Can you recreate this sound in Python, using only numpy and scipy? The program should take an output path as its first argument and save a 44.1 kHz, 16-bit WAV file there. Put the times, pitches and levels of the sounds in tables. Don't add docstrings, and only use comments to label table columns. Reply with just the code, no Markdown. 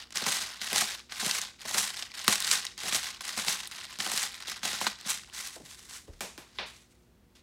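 import sys
import numpy as np
from scipy import signal
from scipy.fft import rfft, irfft
from scipy.io import wavfile

SR = 44100
rng = np.random.default_rng(int(sys.argv[2]) if len(sys.argv) > 2 else 0)


def generate_wav(sig):
    pcm = np.round(np.clip(np.atleast_2d(sig).T, -1, 1) * 32767).astype(np.int16)
    wavfile.write(sys.argv[1], SR, pcm)


N = 327222
BANDS_HZ = np.geomspace(110, 15500, 22)


def from_db(db):
    return 10 ** (np.asarray(db) / 20)


def unit_rms(x):
    return x / np.sqrt(np.mean(x ** 2) + 1e-30)


def at_hz(curve, hz):
    frequencies, values = np.transpose(curve)
    return np.interp(np.log(hz), np.log(frequencies), values)


def drift(rate_hz):
    pole = np.exp(-2 * np.pi * rate_hz / SR)
    return unit_rms(signal.lfilter([1], [1, -2 * pole, pole * pole], rng.standard_normal(N)))


def band(x, hz, octaves=0.2):
    edges = [hz * 2 ** -octaves, min(hz * 2 ** octaves, .45 * SR)]
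    return signal.sosfilt(signal.butter(2, edges, "band", fs=SR, output="sos"), x + 1e-18)


def resonate(x, modes):
    out = x.copy()
    for hz, width_hz, gain_db in modes:
        radius = np.exp(-np.pi * width_hz / SR)
        feedback = [1, -2 * radius * np.cos(2 * np.pi * hz / SR), radius ** 2]
        ringing = signal.lfilter([1, 0, -1], feedback, x) * (1 - radius ** 2) / 2
        out += (from_db(gain_db) - 1) * ringing
    return out


# (frequency [Hz], relative density [dB])
AIR_SPECTRUM = [(15, -39), (25, -25), (53, -1.5), (83, -4.5), (154, -9.5), (208, -7), (245, -20.5),
                (273, -12), (358, -14), (669, -21.5), (12900, -38.5), (16500, -37)]

def air_noise(level_db=-64):
    hz = np.maximum(np.arange(N // 2 + 1) * SR / N, 1)
    spectrum = rfft(rng.standard_normal(N)) * from_db(at_hz(AIR_SPECTRUM, hz))
    return from_db(level_db) * unit_rms(irfft(spectrum, N))


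# (frequency [Hz], RMS level [dB])
FRIDGE_PARTIALS = [(60, -72.5), (120, -82), (240, -73), (360, -77), (480, -83.5)]

def fridge_hum(waver_db=2.0, waver_hz=3.3):
    t = np.arange(N) / SR
    return sum(np.sqrt(2) * from_db(db + waver_db * drift(waver_hz)) * np.sin(2 * np.pi * hz * t)
               for hz, db in FRIDGE_PARTIALS)


# (frequency [Hz], T60 [s])
KITCHEN_T60 = [(150, 0.2), (1000, 0.33), (3000, 0.39), (8000, 0.45), (15000, 0.21)]

def reverberation(x, gap_s=0.0021):
    t = np.arange(SR // 2) / SR
    response = sum(band(rng.standard_normal(len(t)), hz) * from_db(-60 * t / at_hz(KITCHEN_T60, hz))
                   for hz in BANDS_HZ)
    response *= np.clip(t / gap_s - 1, 0, 1)
    return signal.fftconvolve(x, response / np.sqrt(np.sum(response ** 2)))[:N]


# (time [s], level [dB], centre frequency [Hz], T60 [s])
ARM_BUMPS = [(5.563, -45, 432, 0.14), (5.6, -39, 288, 0.074), (5.627, -41.5, 161, 0.077),
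             (6.079, -45, 333, 0.13), (6.091, -43, 59.7, 0.18), (6.12, -49, 41.7, 0.36),
             (6.379, -46.5, 203, 0.11)]

def arm_bumps(rise_s=0.0023):
    out = np.zeros(N)
    for start_s, level_db, hz, t60 in ARM_BUMPS:
        t = np.arange(N - round(start_s * SR)) / SR
        puff = unit_rms(band(rng.standard_normal(N), hz, octaves=0.64)[:len(t)])
        envelope = from_db(level_db - 60 * t / t60) * np.minimum(t / rise_s, 1)
        out[-len(t):] += envelope * puff
    return out


def impacts(events, spectrum, gain_db, neutral_db, crumble, crumble_s=0.0025, lag_cycles=1.236):
    size, scatter_hz = 4096, np.geomspace(100, 16000, 12)
    t = np.arange(size) / SR
    hz = np.maximum(np.arange(size // 2 + 1) * SR / size, 20)
    dispersion = np.exp(-2j * np.pi * lag_cycles * np.log(hz / 20000))
    out = np.zeros((2, N + size))
    for start_s, peak_db, *colour_db in events:
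        bass, middle, treble = np.array(colour_db) - neutral_db
        tone_db = at_hz([(400, bass), (1300, middle), (3500, 0), (4600, 0), (11000, treble)], hz)
        click = t == 0
        tail = crumble * rng.standard_normal(size) * np.exp(-t / crumble_s)
        scatter_db = 1.5 * np.interp(np.log(hz), np.log(scatter_hz), rng.standard_normal(len(scatter_hz)))
        response = from_db(at_hz(spectrum, hz) + tone_db + scatter_db) * dispersion
        impact = irfft(rfft([click, tail]) * response, size)
        impact *= from_db(peak_db + gain_db) / np.abs(impact.sum(axis=0)).max()
        start = round((start_s + .0013) * SR)
        out[:, start:start + size // 2] += impact[:, :size // 2]
    return out[:, :N]


# (time [s], relative peak [dB], bass [dB], middle [dB], treble [dB])
COUNTER_KNOCKS = [(6.206, -23, -9, -9.5, -18), (6.377, -30.5, -14, -7, -16.5), (6.585, -22, -13, -7, -47),
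                  (7.352, -50, -38, -15, -24)]
# (frequency [Hz], relative density [dB])
KNOCK_SPECTRUM = [(59, -44.5), (100, -22), (210, 1), (283, -13), (350, -3), (608, 1), (872, 3.5),
                  (950, 5.5), (1420, 4.5), (1550, 5.5), (2040, 5), (3780, 4), (14700, -10.5), (16000, -20)]
# (frequency [Hz], bandwidth [Hz], gain [dB])
COUNTER_MODES = [(203, 37, 5.5), (625, 52, 4), (940, 68, 3.5), (1550, 60, 1), (2400, 170, 4),
                 (3920, 270, 0.5)]

def counter_knocks():
    knocks, rattle = impacts(COUNTER_KNOCKS, KNOCK_SPECTRUM, gain_db=1,
                             neutral_db=[-20, -8, -20], crumble=0.21)
    return resonate(knocks, COUNTER_MODES), resonate(rattle, COUNTER_MODES)


# (time [s], relative rumble level [dB], T60 [s])
BURR_JOLTS = [(0.148, -52, 0.13), (0.213, -36.5, 0.12), (0.264, -27, 0.085), (0.718, -28.5, 0.14),
              (0.816, -36, 0.089), (1.222, -31, 0.11), (1.266, -40, 0.13), (1.649, -40.5, 0.083),
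              (1.702, -39, 0.11), (1.747, -33, 0.14), (2.278, -33, 0.12), (2.832, -36.5, 0.19),
              (2.943, -32, 0.098), (3.371, -32.5, 0.11), (3.463, -39, 0.12), (3.99, -42, 0.18),
              (4.062, -39.5, 0.16), (4.48, -61, 0.082), (4.642, -38, 0.2), (4.81, -36, 0.12),
              (4.866, -44, 0.11), (5.062, -53, 0.13)]

def jolt_bass_db(time, force_db, rise_s=.004, calm_db=-6):
    start_s, level_db, t60 = np.transpose(BURR_JOLTS)[:, :, None]
    age = np.maximum(time - start_s, 0)
    jolts = from_db(level_db - 60 * age / t60) * np.minimum(age / rise_s, 1)
    rumble_to_grit = from_db(11) * jolts.sum(axis=0) / from_db(np.maximum(force_db, -55))
    return 20 * np.log10(from_db(calm_db) + rumble_to_grit)


# (time [s], relative level [dB])
TWISTS = [
    [(0.0, -41.5), (0.014, -48.5), (0.018, -42.5), (0.064, -56.5), (0.074, -53.5), (0.094, -68.5),
     (0.1, -70)],
    [(0.1, -64), (0.126, -48.5), (0.14, -53), (0.156, -34.5), (0.256, -39), (0.264, -28.5), (0.392, -34.5),
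     (0.596, -48), (0.606, -43)],
    [(0.616, -34.5), (0.638, -37.5), (0.71, -38), (0.722, -34.5), (0.816, -31.5), (0.952, -41),
     (0.958, -50), (0.992, -47), (1.08, -78.5)],
    [(1.08, -65.5), (1.118, -41), (1.192, -37), (1.254, -32.5), (1.386, -32), (1.406, -43.5),
     (1.414, -37.5), (1.566, -61), (1.58, -77)],
    [(1.58, -70.5), (1.608, -46), (1.648, -47.5), (1.656, -41), (1.802, -29.5), (1.944, -44), (2.03, -40),
     (2.054, -48), (2.125, -56.5)],
    [(2.138, -49.5), (2.148, -36.5), (2.16, -42), (2.178, -40.5), (2.194, -38.5), (2.212, -36),
     (2.234, -44), (2.268, -38.5)],
    [(2.285, -23), (2.291, -32.5), (2.323, -27.5), (2.391, -40), (2.527, -27.5), (2.607, -40.5),
     (2.673, -47), (2.683, -51), (2.765, -60)],
    [(2.779, -42.5), (2.891, -32.5), (2.909, -39.5), (2.951, -27.5), (2.997, -37.5), (3.095, -39),
     (3.103, -43), (3.159, -50), (3.195, -58.5)],
    [(3.207, -36.5), (3.229, -44), (3.253, -38.5), (3.341, -43.5), (3.375, -34.5), (3.457, -39.5),
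     (3.485, -29.5), (3.489, -31), (3.7, -51)],
    [(3.713, -41.5), (3.755, -44), (3.759, -40.5), (3.771, -46.5), (3.853, -41), (3.863, -51.5),
     (3.891, -48.5), (3.917, -44), (3.978, -52.5)],
    [(3.99, -42), (4.004, -34.5), (4.014, -37), (4.112, -38.5), (4.116, -33), (4.256, -36), (4.306, -46.5),
     (4.342, -42.5), (4.4, -50)],
    [(4.4, -50.5), (4.418, -47), (4.424, -37), (4.444, -50), (4.498, -36), (4.558, -45.5), (4.568, -41),
     (4.614, -56), (4.62, -50.5)],
    [(4.634, -34), (4.8, -39), (4.816, -33), (4.858, -38), (4.868, -32), (4.876, -37), (4.978, -59),
     (4.986, -50), (5.04, -50.5)],
    [(5.04, -54.5), (5.07, -35.5), (5.08, -40.5), (5.104, -29.5), (5.138, -38.5), (5.16, -40),
     (5.172, -43.5), (5.258, -55), (5.33, -52.5)],
]
# (time [s], relative level [dB])
CORN_SLIDES = [
    [(5.33, -56), (5.34, -46), (5.39, -37), (5.57, -54), (5.64, -66), (5.65, -57)],
    [(5.65, -56), (5.706, -49), (5.884, -58.5), (5.904, -48), (5.976, -47), (6.07, -72)],
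    [(6.07, -64), (6.076, -60.5), (6.118, -68), (6.134, -58), (6.146, -63.5), (6.195, -63.5)],
    [(6.46, -68), (6.53, -64), (6.568, -58), (6.58, -55.5)],
    [(6.66, -51), (6.804, -63), (6.888, -76), (6.924, -65.5), (6.932, -72), (7.05, -80)],
    [(7.3, -80), (7.348, -85), (7.352, -65), (7.364, -62), (7.398, -67), (7.42, -82)],
]
GESTURE_TREBLE = [-1, 0.5, 1, 1, 3, 0.5, 0, 1.5, 3, 2, 2.5, 0.5, 1, 5, 4, 5, 1, -2, 4.5, -0.5]

def excitation(time, crushing, firm_db=-36, treble_per_db=0.55):
    force_db, treble_db = np.full(len(time), -99.), np.zeros(len(time))
    for gesture, brightness_db in zip(TWISTS + CORN_SLIDES, GESTURE_TREBLE):
        times, levels_db = np.transpose(gesture)
        active = (time >= times[0]) & (time <= times[-1] + .03)
        force_db[active] = np.interp(time[active], times, levels_db)
        treble_db[active] = brightness_db
    return force_db, treble_db + treble_per_db * (force_db - firm_db) * crushing


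# (frequency [Hz], relative density [dB])
CORN_SPECTRUM = [(59, -41), (100, -14), (202, -4), (302, -13), (535, -6), (1080, -2), (1250, 0.5),
                 (2000, -1), (2580, 1), (4670, 1.5), (8460, -4), (16000, -22)]

def grit(max_per_s=9000, colour_db=7.5, clump_db=2.5, clump_hz=56):
    onsets = np.flatnonzero(rng.random(N) < max_per_s / SR)
    time, count = onsets / SR, len(onsets)
    crushing = time < TWISTS[-1][-1][0]
    force_db, treble_db = excitation(time, crushing)
    bass_db = jolt_bass_db(time, force_db)
    spread_db = np.where(crushing, 2.2, 1.6)
    size_db = spread_db * np.minimum(rng.exponential(1, count), 5)
    size_db += clump_db * drift(clump_hz)[onsets]
    chance = np.where(crushing, np.clip(from_db(force_db + 33), .06, 1), 1)
    sounding = rng.random(count) < chance
    pulses = from_db(size_db) * sounding / np.sqrt(chance) * rng.choice([-1, 1], count)
    out = np.zeros(N)
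    for hz in BANDS_HZ:
        bass_share = np.clip(np.log2(1300 / hz), 0, 1)
        treble_share = np.clip(np.log2(hz / 5500) * 5.6, 0, 1)
        level_db = force_db + at_hz(CORN_SPECTRUM, hz) + bass_share * bass_db + treble_share * treble_db
        colour = from_db(colour_db * np.clip(rng.standard_normal(count), -2, 2))
        grains = np.zeros(N)
        grains[onsets] = unit_rms(pulses * colour) * from_db(level_db)
        out += band(grains, hz)
    return from_db(13.5) * out


# (time [s], relative peak [dB], bass [dB], middle [dB], treble [dB])
CORN_CRACKS = [(0.1047, -32, -30, -25, -13), (0.1236, -28, -28, -25, -18), (0.1553, -20.5, -28, -19, -12),
               (0.1715, -11.5, -50, -30, -14), (0.2628, -17, -20, -9, -21), (0.2864, -14, -37, -15, -10),
               (0.416, -19, -37, -25, -19), (0.614, -18, -31, -24, -25), (0.7287, -12, -32, -10, -9),
               (0.809, -15.5, -34, -29, -29), (1.0937, -40, -28, -12, -27), (1.1198, -23, -29, -19, -34),
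               (1.2126, -22.5, -24, -18, -20), (1.2616, -11, -14, -19, -6), (1.31, -10, -42, -30, -21),
               (1.4145, -12.5, -57, -40, -15), (1.5926, -36.5, -32, -36, -21), (1.6575, -27, -26, -20, -16),
               (1.7439, -14, -29, -16, -22), (1.7792, -19, -43, -24, -20), (2.023, -19, -40.5, -23, -23),
               (2.145, -32, -37.5, -16, -17), (2.242, -25, -8, -9, 9), (2.2784, -1.5, -16.5, -16.5, -9.5),
               (2.324, -11.5, -31, -31, -13), (2.355, -12, -37, -23, -16), (2.402, -12, -42, -31, -5),
               (2.4224, -15, -41, -36, -13), (2.445, -12.5, -62, -42, -20.5),
               (2.4748, -16.5, -40, -22, -18), (2.512, -5, -48, -24.5, -19), (2.6499, -18, -42, -21, -11),
               (2.666, -18, -51, -41, -38), (2.686, -40, -36, -33, -36.5), (2.777, -25, -33, -16.5, -13),
               (2.8025, -28, -29, -27, -16.5), (2.833, -21, -19, -15, -13), (2.9238, -13.5, -19, -14, -25),
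               (2.9458, -10, -37, -25, -15), (3.029, -23, -43, -19, -17), (3.2061, -26, -26, -18, -24),
               (3.2906, -16, -38, -27, -20), (3.3886, -17, -32, -10, -9), (3.447, -20, -23, -17, -12),
               (3.4816, -7.5, -27.5, -21, -38), (3.6721, -22.5, -42, -30, -2), (3.7118, -26, -38, -15, -17),
               (3.7823, -27, -32, -16, -17), (3.9866, -20.5, -13.5, -16, -10),
               (4.0009, -12.5, -53, -7, -34), (4.0633, -21.5, -32, -11, -16), (4.116, -14.5, -24, -17, -9),
               (4.135, -15.5, -18.5, -24, -9), (4.1744, -15, -44, -28, -11), (4.2343, -23, -47, -26, -29),
               (4.4034, -30.5, -32, -13, -13), (4.4223, -25, -38, -24, -20), (4.4789, -23, -15, -31, -17),
               (4.6307, -19, -20, -14, -18), (4.6537, -15, -27.5, -23, -14), (4.7298, -21, -15, -22, -18),
               (4.8118, -17.5, -6, -5, -24), (4.8659, -9.5, -24, -9, -39.5), (4.9861, -40, -29, -25, -15),
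               (5.0102, -27, -34, -35, -15), (5.0586, -29, -14, -27, -15), (5.0672, -26, -36, -22, -8),
               (5.1008, -13, -28, -28, -4), (5.4713, -21.5, -43, -43, 1), (5.908, -31, -26, -26, -21)]

def cracks():
    clicks, crumbs = impacts(CORN_CRACKS, CORN_SPECTRUM, gain_db=-3,
                             neutral_db=[-28, -18, -16], crumble=0.18)
    return clicks + crumbs


# (frequency [Hz], bandwidth [Hz], gain [dB])
MILL_MODES = [(202.5, 16, 6), (370, 63, 3.5), (768, 120, 4), (1039, 31, 3.5), (1566, 61, 3),
              (1924, 225, 4.5), (2600, 240, -0.5), (3880, 640, 2)]

def pepper_mill():
    return resonate(cracks() + grit(), MILL_MODES)


def scene():
    mill = pepper_mill()
    knocks, rattle = counter_knocks()
    arm = arm_bumps()
    direct = mill + knocks + rattle + arm
    into_room = from_db(-15) * mill + from_db(8) * knocks + from_db(-9) * arm
    return (direct + reverberation(into_room) + air_noise() + fridge_hum())[None]


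def record(dry, stopband_hz=16800):
    return signal.sosfilt(signal.cheby2(14, 70, stopband_hz, fs=SR, output="sos"), dry)


dry = scene()
out = record(dry)
generate_wav(out)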